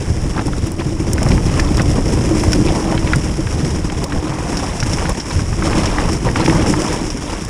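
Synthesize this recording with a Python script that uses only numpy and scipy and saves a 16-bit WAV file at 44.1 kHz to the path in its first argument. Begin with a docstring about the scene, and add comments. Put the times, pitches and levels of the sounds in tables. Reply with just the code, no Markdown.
"""A mountain bike rolls down a stony, leaf-covered forest trail, heard from a camera on the rider.
From the start air buffets the microphone, dry leaves crackle, bumps drum through tyres and frame, and
chain and cables tick. After a second the wind rises and the ground roughens; loose stones crunch and
clack, hardest near 3 s. The wind eases around 4 s and builds again, and near 6 s the tread slips on rock.
Short hops hush wind and tyres; after 7 s the ride quietens. Throughout, the camera case rings the treble."""
import sys
import numpy as np
from scipy import signal
from scipy.fft import rfft, irfft, next_fast_len
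from scipy.io import wavfile
from scipy.ndimage import map_coordinates

SR = 44100
rng = np.random.default_rng(int(sys.argv[2]) if len(sys.argv) > 2 else 0)


def output_pcm(signal):
    """Save a mono or channel-first signal as 16-bit PCM at the path in sys.argv[1].

    Samples are clipped to [-1, 1] before scaling.
    """
    pcm = np.clip(np.atleast_2d(signal).T, -1, 1) * 32767
    wavfile.write(sys.argv[1], SR, np.round(pcm).astype(np.int16))


N = 330309


def amp(db):
    """Decibels to gain."""
    return 10 ** (np.asarray(db) / 20)


def unit(x):
    """x at rms 1."""
    return x / np.sqrt(np.mean(x ** 2) + 1e-20)


def automation(rows):
    """A fader ride: straight lines through (time_s, value) points."""
    time_s, values = np.transpose(rows)
    return np.interp(np.arange(N) / SR, time_s, values)


def gate(start_s, length_s, attack_s, release_s):
    """An envelope that opens around start_s, holds and closes once its length is over."""
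    t = np.arange(N) / SR - start_s
    return np.clip(t / attack_s + .5, 0, 1) * np.clip(1 - (t - length_s) / release_s, 0, 1)


def wobble(rate):
    """A smooth random curve, rate knots a second."""
    return map_coordinates(rng.standard_normal(N // 50), [np.arange(N) * rate / SR], mode="wrap")


def filtered(x, response):
    """x through a complex frequency response."""
    size = 2 * next_fast_len(len(x) // 2 + 4096)
    return irfft(rfft(x, size) * response(np.fft.rfftfreq(size, 1 / SR)), size)[:len(x)]


def eq(x, points):
    """x through a minimum-phase EQ drawn by (freq_hz, gain_db) points."""
    freq_hz, gain_db = np.transpose(points)

    def response(hz):
        gain = amp(np.interp(np.log(hz + 1), np.log(freq_hz), gain_db))
        cepstrum = irfft(np.log(gain))
        half = len(cepstrum) // 2
        cepstrum[1:half] *= 2
        cepstrum[half + 1:] = 0
        return np.exp(rfft(cepstrum))
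    return filtered(x, response)


def add(track, start_s, sound):
    """Mix a sound into the track at start_s."""
    part = track[max(round(start_s * SR), 0):][:len(sound)]
    part += sound[:len(part)]


def impacts(per_second, spread_db):
    """Randomly timed impulses of log-normal size, rms 1."""
    hits = rng.random(N) < per_second / SR
    polarity = np.sign(rng.standard_normal(N))
    return unit(hits * polarity * amp(spread_db * np.clip(rng.standard_normal(N), -2, 2)))


def grains(count, pitch_hz, pitch_spread, cycles, spread_db):
    """A cloud of small collisions, each a damped sine of its own pitch and size."""
    t = np.arange(int(SR * min(.02, 12 * cycles / pitch_hz))) / SR
    start = rng.integers(0, N, (count, 1))
    detune, size = np.clip(rng.standard_normal((count, 2)), -2, 2).T[:, :, None]
    turns = pitch_hz * np.exp(pitch_spread * detune) * t
    envelope = amp(spread_db * size) * np.exp(pitch_spread * detune / 2 - turns / cycles)
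    pings = envelope * np.sin(2 * np.pi * turns) * rng.choice([-1, 1], (count, 1))
    samples = start + np.arange(len(t))
    return unit(np.bincount(samples.ravel(), pings.ravel(), N)[:N])


def tyre_load(per_second, settle_s):
    """The load on the tyres jumps at every stone and settles again; mean 0, rms 1."""
    kicks = rng.random(N) < per_second / SR
    load = np.sqrt(signal.lfilter([1], [1, -np.exp(-1 / (settle_s * SR))], kicks))
    return unit(load - load.mean())


# Fader ride of the airflow over the microphone: time_s, level_db
AIRFLOW = [(0, -18), (1.0, -18), (1.3, -13), (2.3, -14), (3.15, -17), (3.4, -17.5), (3.65, -15.5),
           (4.05, -22.5), (4.7, -21.5), (4.85, -18), (5.7, -16), (6.7, -15), (7.1, -22.5), (7.49, -24)]
# Gusts (+) and lulls (-) on top of it: start_s, length_s, change_db
GUSTS_AND_LULLS = [(0.01, 0.04, -3), (0.67, 0.1, -3.5), (0.965, 0.053, 1.5), (4.144, 0.042, 11),
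                   (5.136, 0.18, -7.5), (6.844, 0.039, -10)]
# Bass-heavy tone of the buffeting: freq_hz, gain_db
WIND_EQ = [(5, -33), (22, 1.5), (75, 1.5), (120, -1.5), (200, -12), (350, -24.5), (700, -23.5), (2000, -55)]

def wind(lump_db=1.5, attack_s=0.028, release_s=0.019):
    """Eddies break on the microphone port in lumps; gusts and lulls ride on the airflow."""
    gust_db = sum(db * gate(s, length_s, attack_s, release_s) for s, length_s, db in GUSTS_AND_LULLS)
    eddies = eq(rng.standard_normal(N), WIND_EQ) * amp(lump_db * wobble(25))
    return amp(automation(AIRFLOW) + gust_db) * unit(eddies)


# Fader ride of the tyre noise, rising with speed: time_s, level_db
TYRE_NOISE = [(0, -37.5), (1.04, -37), (1.45, -32), (2.05, -33.5), (2.35, -30.5), (2.75, -33.5),
              (3.65, -34), (4.2, -38), (4.5, -32), (4.95, -31), (5.45, -33), (5.85, -30), (6.3, -33),
              (6.9, -30), (7.49, -35.5)]
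# Crisp tone of dry leaves: freq_hz, gain_db
LEAF_EQ = [(100, -62), (700, 0.5), (2000, 12), (3200, 7), (4300, -0.5), (6500, 5), (8000, 1.5),
           (10200, -1.5), (15000, -8)]

def leaves(load, load_db=2.0, rustle_db=3, swell_db=1.0, trim_db=-1):
    """Dry leaves and twigs snap under the tyres, over a finer rustle; both swell at random."""
    snaps = grains(count=5000, pitch_hz=7300, pitch_spread=0.47, cycles=0.37, spread_db=-2.5)
    rustle = amp(rustle_db) * rng.standard_normal(N)
    pressed = (snaps + rustle) * amp(load_db * load + swell_db * wobble(27))
    return amp(automation(TYRE_NOISE) + trim_db) * unit(eq(pressed, LEAF_EQ))


# How hard the ground shakes the bike: time_s, level_db
GROUND_SHAKE = [(0, -31), (0.4, -27), (1.0, -23.5), (1.55, -21.5), (2.05, -16.5), (2.9, -16.5),
                (3.3, -25.5), (4.1, -26), (4.3, -22.5), (4.6, -19.5), (4.75, -28), (5.55, -34), (5.7, -15),
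                (6.15, -24), (6.65, -18.5), (7.15, -19.5), (7.49, -34)]

def tread_hum(load, pitch_hz=308, width_hz=24, waver_hz=11, load_db=2, throb_db=2.5, trim_db=-4):
    """The tread keeps a hollow resonance of the bike sounding; it wavers and throbs with the ground."""
    phase = 2 * np.pi * np.cumsum(pitch_hz + waver_hz * wobble(8)) / SR
    ring = wobble(width_hz) * np.sin(phase) + wobble(width_hz) * np.cos(phase)
    throb = amp(load_db * load + throb_db * wobble(9))
    return amp(automation(GROUND_SHAKE) + trim_db) * unit(ring * throb)


# Low resonances of tyres, frame and mount: centre_hz, width_hz, gain_db
FRAME_MODES = [(157, 72, -0.5), (263, 109, 0.5), (326.3, 102, 0), (523, 250, -18.5)]

def frame_rumble(load, load_db=2.5, usual_shake_db=-23, usual_wind_db=-18, level_db=-20.5):
    """Small bumps drum on the bike's low resonances, louder with rougher ground and with airspeed."""
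    def body(hz):
        return sum((-1) ** k * amp(db) * 1j * hz * width / (centre ** 2 - hz ** 2 + 1j * hz * width)
                   for k, (centre, width, db) in enumerate(FRAME_MODES))
    rough_db = 0.35 * (automation(GROUND_SHAKE) - usual_shake_db)
    speed_db = 0.58 * (automation(AIRFLOW) - usual_wind_db)
    bumps = impacts(per_second=600, spread_db=0.5) * amp(load_db * load)
    return amp(level_db + rough_db + speed_db) * unit(filtered(bumps, body))


# Scrapes of the tread over rock: start_s, length_s, level_db
TYRE_SLIPS = [(2.669, 0.012, -22), (5.775, 0.16, -31.5), (6.37, 0.062, -35)]

def tyre_slips(load, load_db=2.0, attack_s=0.012, release_s=0.027):
    """Grit trapped under a sliding tyre rasps brightly."""
    rasp = grains(count=3500, pitch_hz=2900, pitch_spread=0.2, cycles=3, spread_db=2)
    sliding = sum(amp(db) * gate(s, length_s, attack_s, release_s) for s, length_s, db in TYRE_SLIPS)
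    return sliding * unit(rasp * amp(load_db * load))


# Patches of loose stones under the tyres: start_s, length_s, crunch_db, extra_cobbles_db
LOOSE_PATCHES = [(0.358, 0.058, -25, 6), (0.788, 0.031, -22, -1), (1.155, 0.17, -28, 3),
                 (1.463, 0.23, -25, -9), (1.776, 0.035, -17.5, 2), (1.934, 0.061, -34, 15),
                 (2.679, 0.28, -29, 11), (3.023, 0.13, -26, -1), (3.898, 0.36, -32.5, 9),
                 (4.263, 0.47, -28.5, 6.5), (4.972, .15, -24.5, 4), (5.309, 0.0086, -13.5, -17),
                 (5.647, 0.45, -21, 1), (6.254, 0.031, -20.5, 9), (6.368, 0.071, -19, 3),
                 (6.511, 0.16, -21.5, 2.5), (6.764, 0.244, -25.5, 3), (7.265, 0.1, -26, 0)]
# Midrange tone of the crunch: freq_hz, gain_db
CRUNCH_EQ = [(200, -20), (450, 9), (700, 0), (1000, 1.5), (1450, -5), (2400, -4.5), (3300, -4.5),
             (4500, -8), (8000, -41), (14000, -109)]

def stone_crunch(load, load_db=1.5, cobble_db=-4, grit_db=-4, usual_tyre_db=-35, trim_db=-3):
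    """Cobbles knock, gravel clicks and grit grinds: a thin bed that follows speed, and loud patches."""
    speed_db = automation(TYRE_NOISE) - usual_tyre_db
    fine_gain = amp(-30 + 0.71 * speed_db)
    coarse_gain = amp(-31 + 1.6 * speed_db)  # cobbles grow faster with speed
    for start_s, length_s, crunch_db, extra_db in LOOSE_PATCHES:
        patch = amp(crunch_db) * gate(start_s, length_s, attack_s=0.018, release_s=0.0081)
        fine_gain = np.hypot(fine_gain, patch)
        coarse_gain = np.hypot(coarse_gain, amp(extra_db) * patch)
    cobbles = grains(count=2400, pitch_hz=834.6, pitch_spread=0.2743, cycles=9.0, spread_db=1.5)
    gravel = grains(count=9000, pitch_hz=1605, pitch_spread=0.497, cycles=4.1, spread_db=2.0)
    grit = amp(grit_db) * rng.standard_normal(N)
    pressure = amp(load_db * load)
    coarse = coarse_gain * unit(eq(cobbles * pressure, CRUNCH_EQ))
    fine = fine_gain * unit(eq((gravel + grit) * pressure, CRUNCH_EQ))
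    return amp(trim_db) * (amp(cobble_db) * coarse + fine)


# Chain and cables striking the frame: start_s, level_db, brightness_db
CHAIN_HITS = [(0.469, -19, -2), (0.669, -18, 1), (0.7184, -17, -1), (1.133, -6, -6), (1.23, -10, -17),
              (1.2867, -17.5, -28), (1.5986, -11, -30), (1.7704, -12.5, -23), (1.8183, -17, -22),
              (2.0803, -18.5, -30), (2.3959, -14, -31), (2.4375, -14, -16), (2.5197, -12.5, -30),
              (2.5312, -7, -28), (3.159, -13, -17), (4.041, -10.5, -24), (4.571, -11, -33),
              (4.802, -11.5, -36), (4.832, -15.5, -33), (4.9332, -12, -40), (5.094, -12.5, -19),
              (5.1998, -13, -43), (5.857, -10.5, -36), (6.133, -16, -25), (6.463, -17, -26),
              (6.9285, -16, -23), (7.102, -15.5, -40), (7.4496, -18, -21)]
# Bright tone of steel: freq_hz, gain_db
STEEL_EQ = [(800, 2.2), (2000, 7.8), (5500, 8), (7000, 11.2), (10000, 8.9), (15000, 13)]

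def chain_ticks(snap_s=0.0023, chatter_s=0.0033, chatter_db=-16, usual_bright_db=-16, trim_db=12):
    """Steel snaps against the frame and chatters briefly; sharper contacts are brighter and shorter."""
    track, t = np.zeros(N), np.arange(SR // 20) / SR
    for start_s, level_db, bright_db in CHAIN_HITS:
        shelf_db = 0.86 * (bright_db - usual_bright_db)
        fade = np.exp(-t * amp(shelf_db / 2) / snap_s) + amp(chatter_db) * np.exp(-t / chatter_s)
        steel = eq(rng.standard_normal(len(t)) * fade, STEEL_EQ)
        tick = eq(steel, [(5500, 0), (9000, shelf_db), (13000, shelf_db - 2.5)])
        add(track, start_s, amp(level_db + trim_db) * tick / np.linalg.norm(tick))
    return track


# Single stones knocked by the tyres: start_s, level_db, pitch_hz
STONE_HITS = [(0.378, -12, 1150), (0.392, -12, 850), (0.482, -17, 800), (0.532, -18, 1400),
              (1.18, -13, 1500), (1.218, -11, 640), (1.263, -14, 560), (1.306, -14, 740),
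              (1.318, -13, 2000), (1.378, -14, 900), (1.596, -5, 1750), (1.796, -9, 1500), (2.435, -9, 800),
              (2.531, -9, 1500), (2.704, -13, 680), (2.923, -7, 660), (2.944, -10, 520), (2.977, -13, 2250),
              (3.073, -13, 1900), (3.133, -1, 1430), (3.47, -16, 1600), (3.899, -16, 2200),
              (4.122, -12, 1600), (4.827, -10, 1450), (4.984, -12, 950), (5.054, -10, 1450),
              (5.393, -14, 1100), (5.528, -14, 1070), (5.623, -9, 1090), (5.731, -11, 1800),
              (5.984, -7, 820), (6.288, -12, 1600), (6.358, -7, 1200), (6.46, -8, 2400), (6.478, -8, 883),
              (6.497, -8, 1900), (6.738, -5, 900)]
# Ring of a knocked stone: pitch_ratio, gain_db
STONE_PARTIALS = [(1, 0.5), (1.16, -3), (1.41, -6), (1.85, -15)]

def stone_clacks(rise_s=.0004, ring_s=.0055, usual_hz=1000, crack_db=1, crack_s=.003, trim_db=1.5):
    """A bigger stone knocks: a gritty crack and a short ring of close modes, longer in low stones."""
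    track, t = np.zeros(N), np.arange(SR // 16) / SR
    for start_s, level_db, pitch_hz in STONE_HITS:
        band = signal.butter(3, [.55 * pitch_hz, pitch_hz + 1200], "bandpass", fs=SR, output="sos")
        crack = unit(signal.sosfilt(band, rng.standard_normal(len(t)))) * np.exp(-t / crack_s)
        partials = sum(amp(db) * np.sin(2 * np.pi * (pitch_hz * ratio * t + rng.random()))
                       for ratio, db in STONE_PARTIALS)
        ring = partials * np.exp(-t / ring_s * np.sqrt(pitch_hz / usual_hz))
        clack = (ring + amp(crack_db) * crack) * (1 - np.exp(-t / rise_s))
        add(track, start_s, amp(level_db + trim_db) * clack / np.abs(clack).max())
    return track


# Hard bumps through the suspension: start_s, level_db, pitch_hz
WHEEL_HITS = [(0.1, -3, 92), (0.171, -9, 111), (0.233, -14, 142), (0.377, -8, 325), (0.448, -12, 88.5),
              (0.634, -2, 122), (0.854, -4, 144), (0.921, -7.5, 330), (1.085, -2.5, 106), (1.215, -10, 204),
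              (1.257, 2, 130), (1.304, -4, 190), (1.545, -7.5, 131), (1.8, -1, 172), (1.882, -1.5, 130),
              (1.985, -4, 283), (2.31, -1.5, 321), (2.467, -3, 110), (2.6, 0, 115), (2.67, -8, 303),
              (3.041, 0.5, 84), (3.161, 1.5, 143), (3.387, -5.5, 316), (3.629, -2.5, 153), (4.173, -8, 87),
              (4.825, -2, 123), (4.878, -2.5, 95), (5.051, -6, 160), (5.36, -1, 88), (5.419, -2.5, 100),
              (5.519, -5.5, 123), (5.997, -4.5, 129), (6.252, -3, 112), (6.545, -2.5, 172),
              (6.591, -1.5, 318), (6.786, -6, 324), (7.143, -10, 245)]

def wheel_thuds(rise_s=0.0025, fade_s=.014, overtone_ratio=1.7, overtone_db=-7):
    """A wheel meets a rock and the bike shudders for a few cycles; a higher mode dies sooner."""
    track, t = np.zeros(N), np.arange(SR // 6) / SR
    for start_s, level_db, pitch_hz in WHEEL_HITS:
        fade = np.exp(-t / fade_s)
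        phase = 2 * np.pi * pitch_hz * t
        shudder = np.sin(phase) + amp(overtone_db) * fade * np.sin(overtone_ratio * phase)
        add(track, start_s, amp(level_db) * shudder * fade * (1 - np.exp(-t / rise_s)))
    return track


# Dips where the bike goes light over a crest: start_s, length_s, change_db
CREST_HOPS = [(0.754, 0.022, -4), (5.134, 0.19, -2), (6.178, 0.062, -4.5), (6.294, 0.04, -1.5),
              (7.063, 0.15, -3)]

def scene(attack_s=0.015, release_s=0.011, wind_share=0.99):
    """One jolting tyre load drives all the rolling; hops duck wind and rolling, with the hits on top."""
    load = tyre_load(per_second=46, settle_s=0.0072)
    duck_db = sum(db * gate(s, length_s, attack_s, release_s) for s, length_s, db in CREST_HOPS)
    rolling = tread_hum(load) + frame_rumble(load) + stone_crunch(load) + tyre_slips(load) + leaves(load)
    bed = amp(wind_share * duck_db) * wind() + amp(duck_db) * rolling
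    return (bed + stone_clacks() + chain_ticks() + wheel_thuds())[None]


# Treble ring of the camera case: freq_hz, gain_db
CASE_EQ = [(3500, -2), (4400, -3), (5050, 9), (5500, 13), (6150, 3.5), (10200, 5), (11500, -9.5),
           (12400, -14), (13600, -6), (15500, -20)]

def record(dry, ceiling=.95, high_cut_hz=15650):
    """The case colours the sound, a soft clip rounds the peaks, and a steep cut ends the treble."""
    inside = eq(dry[0], CASE_EQ)
    rounded = inside / (1 + (inside / ceiling) ** 6) ** (1 / 6)
    return filtered(rounded, lambda hz: hz < high_cut_hz)[None]


dry = scene()
out = record(dry)
output_pcm(out)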